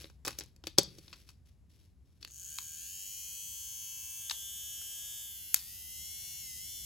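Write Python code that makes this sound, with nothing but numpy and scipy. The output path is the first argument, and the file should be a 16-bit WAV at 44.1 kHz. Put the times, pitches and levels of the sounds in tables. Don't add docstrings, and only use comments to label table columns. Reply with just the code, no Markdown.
import sys
import numpy as np
from scipy import signal
from scipy.fft import rfft, irfft, next_fast_len
from scipy.io import wavfile
from scipy.ndimage import uniform_filter1d

SR = 44100
rng = np.random.default_rng(int(sys.argv[2]) if len(sys.argv) > 2 else 0)


def unload_wav(signal):
    wavfile.write(
        sys.argv[1],
        SR,
        np.round(np.clip(np.atleast_2d(signal).T, -1, 1) * 32767).astype(np.int16),
    )


N = 302085
TIME = np.arange(N) / SR

# frequency in Hz, relative level in dB.
RUMBLE_SPECTRUM = [(15, -37.5), (28, -17), (55, -3.5), (80, -1), (137, -9.5), (217, -17), (489, -32),
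                   (1330, -41.5), (4000, -47), (11000, -46), (16000, -56.5)]
# time in seconds, gain in dB.
RUMBLE_SWELL = [(0, 2), (2.2, -1), (2.7, -3), (5.3, -4), (5.75, -1), (6.85, 1)]
# frequency in Hz, time in seconds to decay by 60 dB.
ROOM_DECAY = [(100, 1.02), (300, 0.04), (1000, 0.23), (4500, 0.2749), (9000, 0.12), (16000, 0.06)]
# start in seconds, length in seconds, level in dB.
RUB_STROKES = [(-0.02, 0.029, -52), (0.267, 0.041, -54), (0.375, 0.032, -60), (0.645, 0.04, -64),
               (0.804, 0.41, -65.5), (1.264, 0.024, -68.5), (1.45, 0.03, -72.5), (1.691, 0.16, -73.5),
               (2.047, 0.16, -81.5), (2.204, 0.023, -66)]
# frequency in Hz, relative level in dB.
RUB_SPECTRUM = [(100, -10), (330, 5.5), (800, -13), (1600, -7.5), (2800, -2), (4800, -0.5), (7000, -7),
                (11000, -3.5), (16000, -14.5)]
# start in seconds, decay time in seconds, time between bounces
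# in seconds, then relative levels in dB of the bass, middle, treble and top.
IMPACTS = [(0.0427, 0.0015, 0.0126, -7.5, -15.5, -13, -57), (0.099, 0.0019, 0.0022, -22, -24, -31, -38),
           (0.25, 0.0064, 0.0043, -7, -3.5, -8, -10), (0.2641, 0.0026, 0.008, -10, -18, -9, -11),
           (0.272, 0.0067, 0.018, 2.5, -4, -6, -15), (0.2788, 0.0027, 0.004, -0.5, 4.5, -5, -2.5),
           (0.307, 0.002, 0.022, -14, -13, -11.5, -23), (0.3877, 0.0022, 0.0106, -5.5, -16, -6, -5),
           (0.408, 0.003, 0.01, -6.5, -11, -8, -29), (0.4368, 0.00091, 0.024, -20, -30, -32, -22.5),
           (0.5629, 0.0011, 0.002, -36, -41, -31.5, -36), (0.639, 0.0015, 0.0032, -10, -11, -18, -34),
           (0.6698, 0.0022, 0.006, 0, -5, -2.5, -12.5), (0.7787, 0.0055, 0.002, -8, -8, -6, -15),
           (0.7845, 0.0017, 0.0052, 23, 6, 15, 12), (0.832, 0.0017, 0.002, -8, -30, -17, -8),
           (0.9845, 0.003, 0.0027, -12.5, -32, -20, -27.5), (1.08, 0.0028, 0.024, -27, -30.5, -16, -47.5),
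           (1.129, 0.0069, 0.004, -24, -12.5, -11, -30.5), (1.29, 0.0038, 0.012, -37, -21.5, -20.5, -24.5),
           (2.2274, 0.0027, 0.002, -24.5, -24.5, -7, -33), (2.2487, 0.0012, 0.027, -18.5, -14, -10, -18.5),
           (2.586, 0.00057, 0.00098, -48, -5, -2.5, -12), (4.2976, 0.00063, 0.001, -25, -13, 6, -22),
           (4.3095, 0.0031, 0.0025, -21, 0.5, 4.5, -14), (4.815, 0.0026, 0.0028, -30.5, -20, -27, -23),
           (5.5437, 0.00062, 0.0021, -11, -1, 4, 16.5), (5.56, 0.014, 0.03, -40, -17, -3.5, -6)]
IMPACT_BANDS_HZ = [400, 1300, 4000, 11000]
# frequency in Hz, relative level in dB, seconds to decay by 60 dB.
SHELL_MODES = [(310, -28.5, 0.044), (543.5, -35.5, 0.036), (2550, -25, 0.053), (4350, -32.5, 0.054),
               (4560, -28.5, 0.042), (4850, -23.5, 0.041), (5590, -29, 0.053), (7640, -29, .035)]
# start in seconds, length in seconds, drop of the
FINGER_DRAGS = [(2.555, 0.18, 20.4), (4.192, 0.171, 6), (4.716, 0.13, 3.44), (5.209, 0.21, 6.2),
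                (5.317, 1.28, 6.7), (5.516, 0.087, 35.8), (5.599, 0.368, 6.9), (6.384, 0.16, 14),
                (6.7, 0.2, 9.9)]
# time in seconds, pose (0 side, 1 underside, 2 held low).
POSES = [(2.2, 0.011), (4.18, 0.039), (4.36, 1.05), (5.27, 1.3), (5.45, 1.92), (5.7, 1.8), (6.85, 2)]
# frequency in Hz, relative gain in dB.
SIDE_RESPONSE = [(150, -43), (600.0, -40.5), (1350.0, -32.5), (1620.0, -17.5), (1920.0, -36),
                 (3100.0, -9.5), (3700.0, -27), (4230.0, -18.5), (5630.0, -14), (6490.0, 6.5), (7440.0, -6),
                 (8680.0, -1.5), (10750.0, -2.5), (12850.0, 2.5), (15670.0, -5.5)]
UNDER_RESPONSE = [(150, -34), (600.0, -24.5), (2080.0, -24), (3130.0, -4), (3860.0, -21), (5960.0, -12),
                  (6630.0, -3), (7630.0, -8.5), (8220.0, 5), (9640.0, -7.5), (10530.0, 2.5), (12040.0, 2.5),
                  (14220.0, 1.5), (14970.0, -2), (15670.0, -20)]
LOW_RESPONSE = [(150, -30.5), (600.0, -32.5), (1250.0, -28), (2050.0, -12), (2400.0, -28), (2970.0, -7),
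                (3510.0, -8.5), (3670.0, -15.5), (4200, -10.5), (5820.0, -7.5), (6410.0, 4), (7540.0, -0.5),
                (8970.0, 10), (9720.0, 5), (14110.0, 14), (15670.0, -7)]
# multiple of the shaft speed, relative level in dB in each pose.
GEAR_TONES = [(4.77, 0, -1, -2), (5.93, 0, 2, 3.5), (7.78, 2, -2, 5.5), (8.88, 12, -5, 1),
              (9.99, -13, 1, -5), (12.27, 6, -1, -11), (14.795, 1, 14, 4), (18.41, 9.5, 8.5, 0.5),
              (20.34, 6, -1, -1.5), (20.99, 9.5, -1, 12.5), (22.3, -10, -14, -6), (24.2, 10.5, 6, 4),
              (24.4, -19, -18, -6), (26.15, -13, -10, 3), (27.07, 5.5, 8.5, 8.5), (27.92, 5.5, 8.5, 6.5),
              (28.6, 5, 12.5, -0.5), (30.23, 10.5, 11.5, 9.5), (30.51, 12, 3, -1), (32.06, -4, 17.5, -18),
              (33.15, 9, 11.5, 11), (33.2, -1.5, -3, -12), (36.45, 1, 11.5, -11), (38.68, 10.0, 6.5, 8.5),
              (42.4, 10, 5, 8), (45.9, 6, 15.5, 1.5), (48.46, 11.5, 7, -6.5), (50.76, 10, 16, 13),
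              (54.0, 2, 1, 16), (56.89, 11, 12.5, 11), (60.12, 4, 14, 11), (63.0, -3, 18, 5),
              (65.55, -0.5, 9, 14.5), (69.1, 5.0, 7.5, 5), (72.0, -3, 2, -1.5), (74.7, 8, 1.5, -3.5),
              (78.0, 11, -2, 2)]
COMMUTATOR_GAPS_DB = [-1.5, -3, -14]
# turns per second for full level, exponent,
# full level in dB in each pose, change in dB under the covering hand.
MOTOR_BAND_LAWS = [(113.2, 1.27, -55, -52, -55, -2), (70, 1.35, -48, -48, -49, -5.5),
                   (110.2, 1.63, -47.5, -47.5, -48, 0.5)]
MOTOR_BANDS_HZ = [(200, 3800), (3900, 8900), (8900, 17000)]
# frequency in Hz, left minus right in dB.
PORT_BALANCE = [(60, 1), (400, 2.5), (1300, 2.5), (3000, 3.5), (5500, 6), (7000, -0.5), (8500, 0.5),
                (16000, 0)]
# frequency in Hz, lead of the left in radians.
CHANNEL_LEAD = [(0, 0), (7500, 0), (9100, -np.pi), (11000, -2 * np.pi), (11400, -2 * np.pi),
                (13400, -3 * np.pi), (15000, -4 * np.pi)]

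SWITCH_ON_S = 2.249


def gain_of(db):
    return 10 ** (np.asarray(db) / 20)


def spectrum_at(points, hz):
    f, value = np.transpose(points)
    return np.interp(np.log(hz + 1), np.log(f + 1), value)


def linear_at(points, x):
    return np.interp(x, *np.transpose(points))


def evened(x, size=2600):
    power = abs(uniform_filter1d(x ** 2, size))
    return x / np.sqrt(power + np.mean(x ** 2) / 10 ** 4)


def add(mix, start_s, sound):
    part = mix[max(round(start_s * SR), 0):][:len(sound)]
    part += sound[:len(part)]


def colour(x, points, size=2048):
    log_gain = np.log(gain_of(spectrum_at(points, abs(np.fft.fftfreq(size, 1 / SR)))))
    taps = np.fft.ifft(np.exp(np.conj(signal.hilbert(log_gain)))).real
    return signal.oaconvolve(x, taps[:size // 2])[:len(x)]


def band(x, lo_hz, hi_hz):
    sections = signal.butter(4, [lo_hz, min(hi_hz, SR / 2 - 1)], "band", fs=SR, output="sos")
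    return signal.sosfilt(sections, x)


def burst(decay_s, size=4096):
    x = rng.standard_normal(size) * np.exp(-np.arange(size) / SR / max(decay_s, 1 / SR))
    return x / np.linalg.norm(x)


def press(start, length, ramp_s):
    return np.clip((TIME - start) / ramp_s, 0, 1) - np.clip((TIME - start - length) / ramp_s, 0, 1)


def house_rumble(rumble_db=-63, hum_hz=67, hum_width_hz=9, hum_db=-66):
    hz = np.fft.rfftfreq(N, 1 / SR)
    rumble = irfft(rfft(rng.standard_normal(N)) * gain_of(spectrum_at(RUMBLE_SPECTRUM, hz)), N)
    hum = irfft(rfft(rng.standard_normal(N)) * np.exp(-((hz - hum_hz) / hum_width_hz) ** 2), N)
    return gain_of(rumble_db) * rumble / rumble.std() + gain_of(hum_db) * hum / hum.std()


def room(x, first_s=0.0049, boom_hz=136, boom_t60=1.3, boom_db=-60):
    t = TIME[:SR]
    hz, when, bands = signal.stft(rng.standard_normal(SR) * (t > first_s), SR, nperseg=256)
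    decay = gain_of(-60 * when / spectrum_at(ROOM_DECAY, hz)[:, None])
    tail = signal.istft(bands * decay, SR, nperseg=256)[1][:SR]
    boom = gain_of(boom_db - 60 * t / boom_t60) * np.sin(2 * np.pi * boom_hz * t)
    return signal.fftconvolve(x, tail / np.linalg.norm(tail) + boom)[:N]


def rubbing(slips_per_s=5000, ticks_per_s=20, tick_db=17, attack_s=0.01, release_db_per_s=211):
    slips = (rng.random(N) < slips_per_s / SR) * rng.standard_normal(N)
    slips *= gain_of(2 * np.minimum(rng.exponential(1, N), 4))
    catches = 1. * (rng.random(N) < ticks_per_s / SR)
    ticks = gain_of(tick_db) * signal.oaconvolve(catches, burst(decay_s=0.002))[:N]
    level = np.zeros(N)
    for start, length, db in RUB_STROKES:
        attack = np.clip((TIME - start) / attack_s, 0, 1)
        level += attack * gain_of(db - release_db_per_s * np.maximum(TIME - start - length, 0))
    return level * evened(colour(slips + ticks, RUB_SPECTRUM))


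def shell_ring(contacts, drive_db=-18, held_from_s=1.5, held_db=-7):
    t = TIME[:SR // 5]
    ring = sum(gain_of(db - 60 * t / t60) * np.cos(2 * np.pi * hz * t) for hz, db, t60 in SHELL_MODES)
    drive = gain_of(drive_db + held_db * (TIME > held_from_s))
    return signal.oaconvolve(drive * contacts, ring)[:N]


def plastic_impacts(direct_db=-3.5, push_delay_s=0.00093, push_db=-3, bounce_loss_db=9.5):
    contacts = np.zeros(N)
    push_spectrum = [(40, -21), (130, 2.5), (230, -5), (340, 5), (560, 0), (760, -19.5), (2000, -44)]
    push = colour(signal.unit_impulse(SR // 5), push_spectrum)
    bass_hz, mid_hz, treble_hz, top_hz = IMPACT_BANDS_HZ
    for start, decay_s, gap_s, bass, mid, treble, top in IMPACTS:
        hollow = (mid + treble) / 2 - 4
        rattle_spectrum = [(60, bass - 30), (bass_hz, bass - 12), (1000, mid), (mid_hz, mid),
                           (2200, hollow), (treble_hz, treble), (top_hz, top), (16000, top - 8)]
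        for bounce in range(3):
            at, force = start + bounce * gap_s, gain_of(-bounce * bounce_loss_db)
            add(contacts, at, force * colour(burst(decay_s), rattle_spectrum))
            add(contacts, at + push_delay_s, force * gain_of(bass + push_db) * push)
    return gain_of(direct_db) * contacts + shell_ring(contacts)


def shaft_speed(free_speed=112.14, stiff_loss=34.2, loosen_s=0.63, inertia_s=0.123):
    age = TIME - SWITCH_ON_S
    target = free_speed - stiff_loss * np.exp(-np.maximum(age, 0) / loosen_s)
    target -= sum(drop * press(start, length, ramp_s=0.04) for start, length, drop in FINGER_DRAGS)
    keep = np.exp(-1 / (inertia_s * SR))
    return signal.lfilter([1 - keep], [1, -keep], target * (age > 0))


def strikes(turns, angle, uneven=0.1, jitter_s=0.000002):
    near, train = np.arange(-8, 9), np.zeros(N)
    at = np.interp(np.arange(angle % 1 or 1, turns[-1], 1), turns, np.arange(N))
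    late, force = rng.standard_normal((len(at), 2)).T
    at = np.clip(at + jitter_s * SR * late, 10, N - 10)
    place = at.astype(int)[:, None] + near
    pulses = np.sinc(place - at[:, None]) * np.hanning(len(near))
    np.add.at(train, place, pulses * (1 + uneven * force)[:, None])
    return train


def brush_clicks(turns, ring_s=0.00065, own_share=0.57, rattle_s=0.0045, rattle_db=-9):
    out, shared = np.zeros(N), burst(ring_s)
    for gap, db in enumerate(COMMUTATOR_GAPS_DB):
        ring = shared + own_share * burst(ring_s) + gain_of(rattle_db) * burst(rattle_s)
        out += gain_of(db) * signal.oaconvolve(strikes(turns, gap / len(COMMUTATOR_GAPS_DB)), ring)[:N]
    return evened(out)


def brush_hiss(turns, load, spark_db_per_load=11):
    ripple = 8 + np.cos(2 * np.pi * len(COMMUTATOR_GAPS_DB) * turns) / 2
    return rng.standard_normal(N) * ripple * gain_of(spark_db_per_load * np.minimum(load, 0.5))


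def pinion_ticks(turns, teeth=9):
    offset, force = rng.random((teeth, 2)).T
    ticks = sum((force[k] + 0.5) * strikes(turns, (k + offset[k]) / teeth) for k in range(teeth))
    return colour(evened(ticks), [(1500, -4.5), (6500, -8.5), (10000, 2.5)])


def gear_whines(turns, tones_db=-20, swell_depth=0.4, max_swell_hz=1.603):
    multiples, *pose_db = np.transpose(GEAR_TONES)
    cycles = multiples[:, None] * (turns % 1) + rng.random((len(multiples), 1))
    tones = np.cos((2 * np.pi * cycles).astype(np.float32))
    rate, start = rng.random((2, len(multiples), 1)).astype(np.float32)
    tones *= 1 + swell_depth * np.cos(2 * np.pi * (max_swell_hz * rate * TIME.astype(np.float32) + start))
    return [gain_of(tones_db + db).astype(np.float32) @ tones for db in pose_db]


def band_gain(speed, pose, full_speed, exponent, side_db, under_db, low_db, covered_db):
    cover = press(start=5.2, length=0.66, ramp_s=0.12)
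    db = np.interp(pose, range(3), [side_db, under_db, low_db]) + covered_db * cover
    return gain_of(db) * np.clip(speed / full_speed, 0, 1) ** exponent


def motor(teeth_db=-2, hiss_db=-25, full_mesh_speed=100, flutter=0.0005, shudder=30):
    speed, running = shaft_speed(), TIME > SWITCH_ON_S
    slow_noise = uniform_filter1d(uniform_filter1d(rng.standard_normal(N), 900), 900)
    load = 1 - speed / speed.max()
    waver = flutter * (1 + shudder * load) * evened(slow_noise, size=N)
    turns = np.cumsum(speed * running * (1 + waver)) / SR
    meshing = np.minimum(speed / full_mesh_speed, 1) ** 2 * running
    hiss = gain_of(hiss_db) * running * brush_hiss(turns, load)
    teeth = gain_of(teeth_db) * meshing * pinion_ticks(turns)
    buzz = colour(brush_clicks(turns) + teeth + hiss, [(3300, -5), (4200, 0.0012)])
    whines = gear_whines(turns)
    pose, radiated = linear_at(POSES, TIME), np.zeros(N)
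    for k, response in enumerate([SIDE_RESPONSE, UNDER_RESPONSE, LOW_RESPONSE]):
        facing = np.maximum(1 - abs(pose - k), 0)
        radiated += facing * colour(buzz + meshing ** 2 * whines[k], response)
    return sum(band_gain(speed, pose, *law) * evened(band(radiated, *edges))
               for law, edges in zip(MOTOR_BAND_LAWS, MOTOR_BANDS_HZ))


def scene(handling_room_db=-17, motor_room_db=-20, spread_db=-11, reflection_db=-11):
    engine, handling = motor(), plastic_impacts() + rubbing()
    direct = engine + handling
    send = gain_of(handling_room_db) * handling + gain_of(motor_room_db) * engine
    swell = gain_of(linear_at(RUMBLE_SWELL, TIME))
    middle = direct + room(send) + swell * house_rumble()
    off_hands = gain_of(reflection_db) * signal.oaconvolve(direct, burst(decay_s=0.0022))[:N]
    diffuse = gain_of(spread_db) * (room(send) + swell * house_rumble())
    side = colour(off_hands + diffuse, [(6000, 3), (8000, -15.5)])
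    return np.array([middle + side, middle - side])


def record(dry):
    size = next_fast_len(N + 4096)
    hz = np.fft.rfftfreq(size, 1 / SR)
    lean_db, lead = spectrum_at(PORT_BALANCE, hz), linear_at(CHANNEL_LEAD, hz)
    channels = np.array([gain_of(lean_db / 2), gain_of(-lean_db / 2) * np.exp(-1j * lead)])
    pair = irfft(rfft(dry, size) * channels, size)[:, :N]
    low_pass = signal.firwin(511, cutoff=16100, window=("kaiser", 9), fs=SR)
    return signal.oaconvolve(pair, low_pass[None], "same")


dry = scene()
out = record(dry)
unload_wav(out)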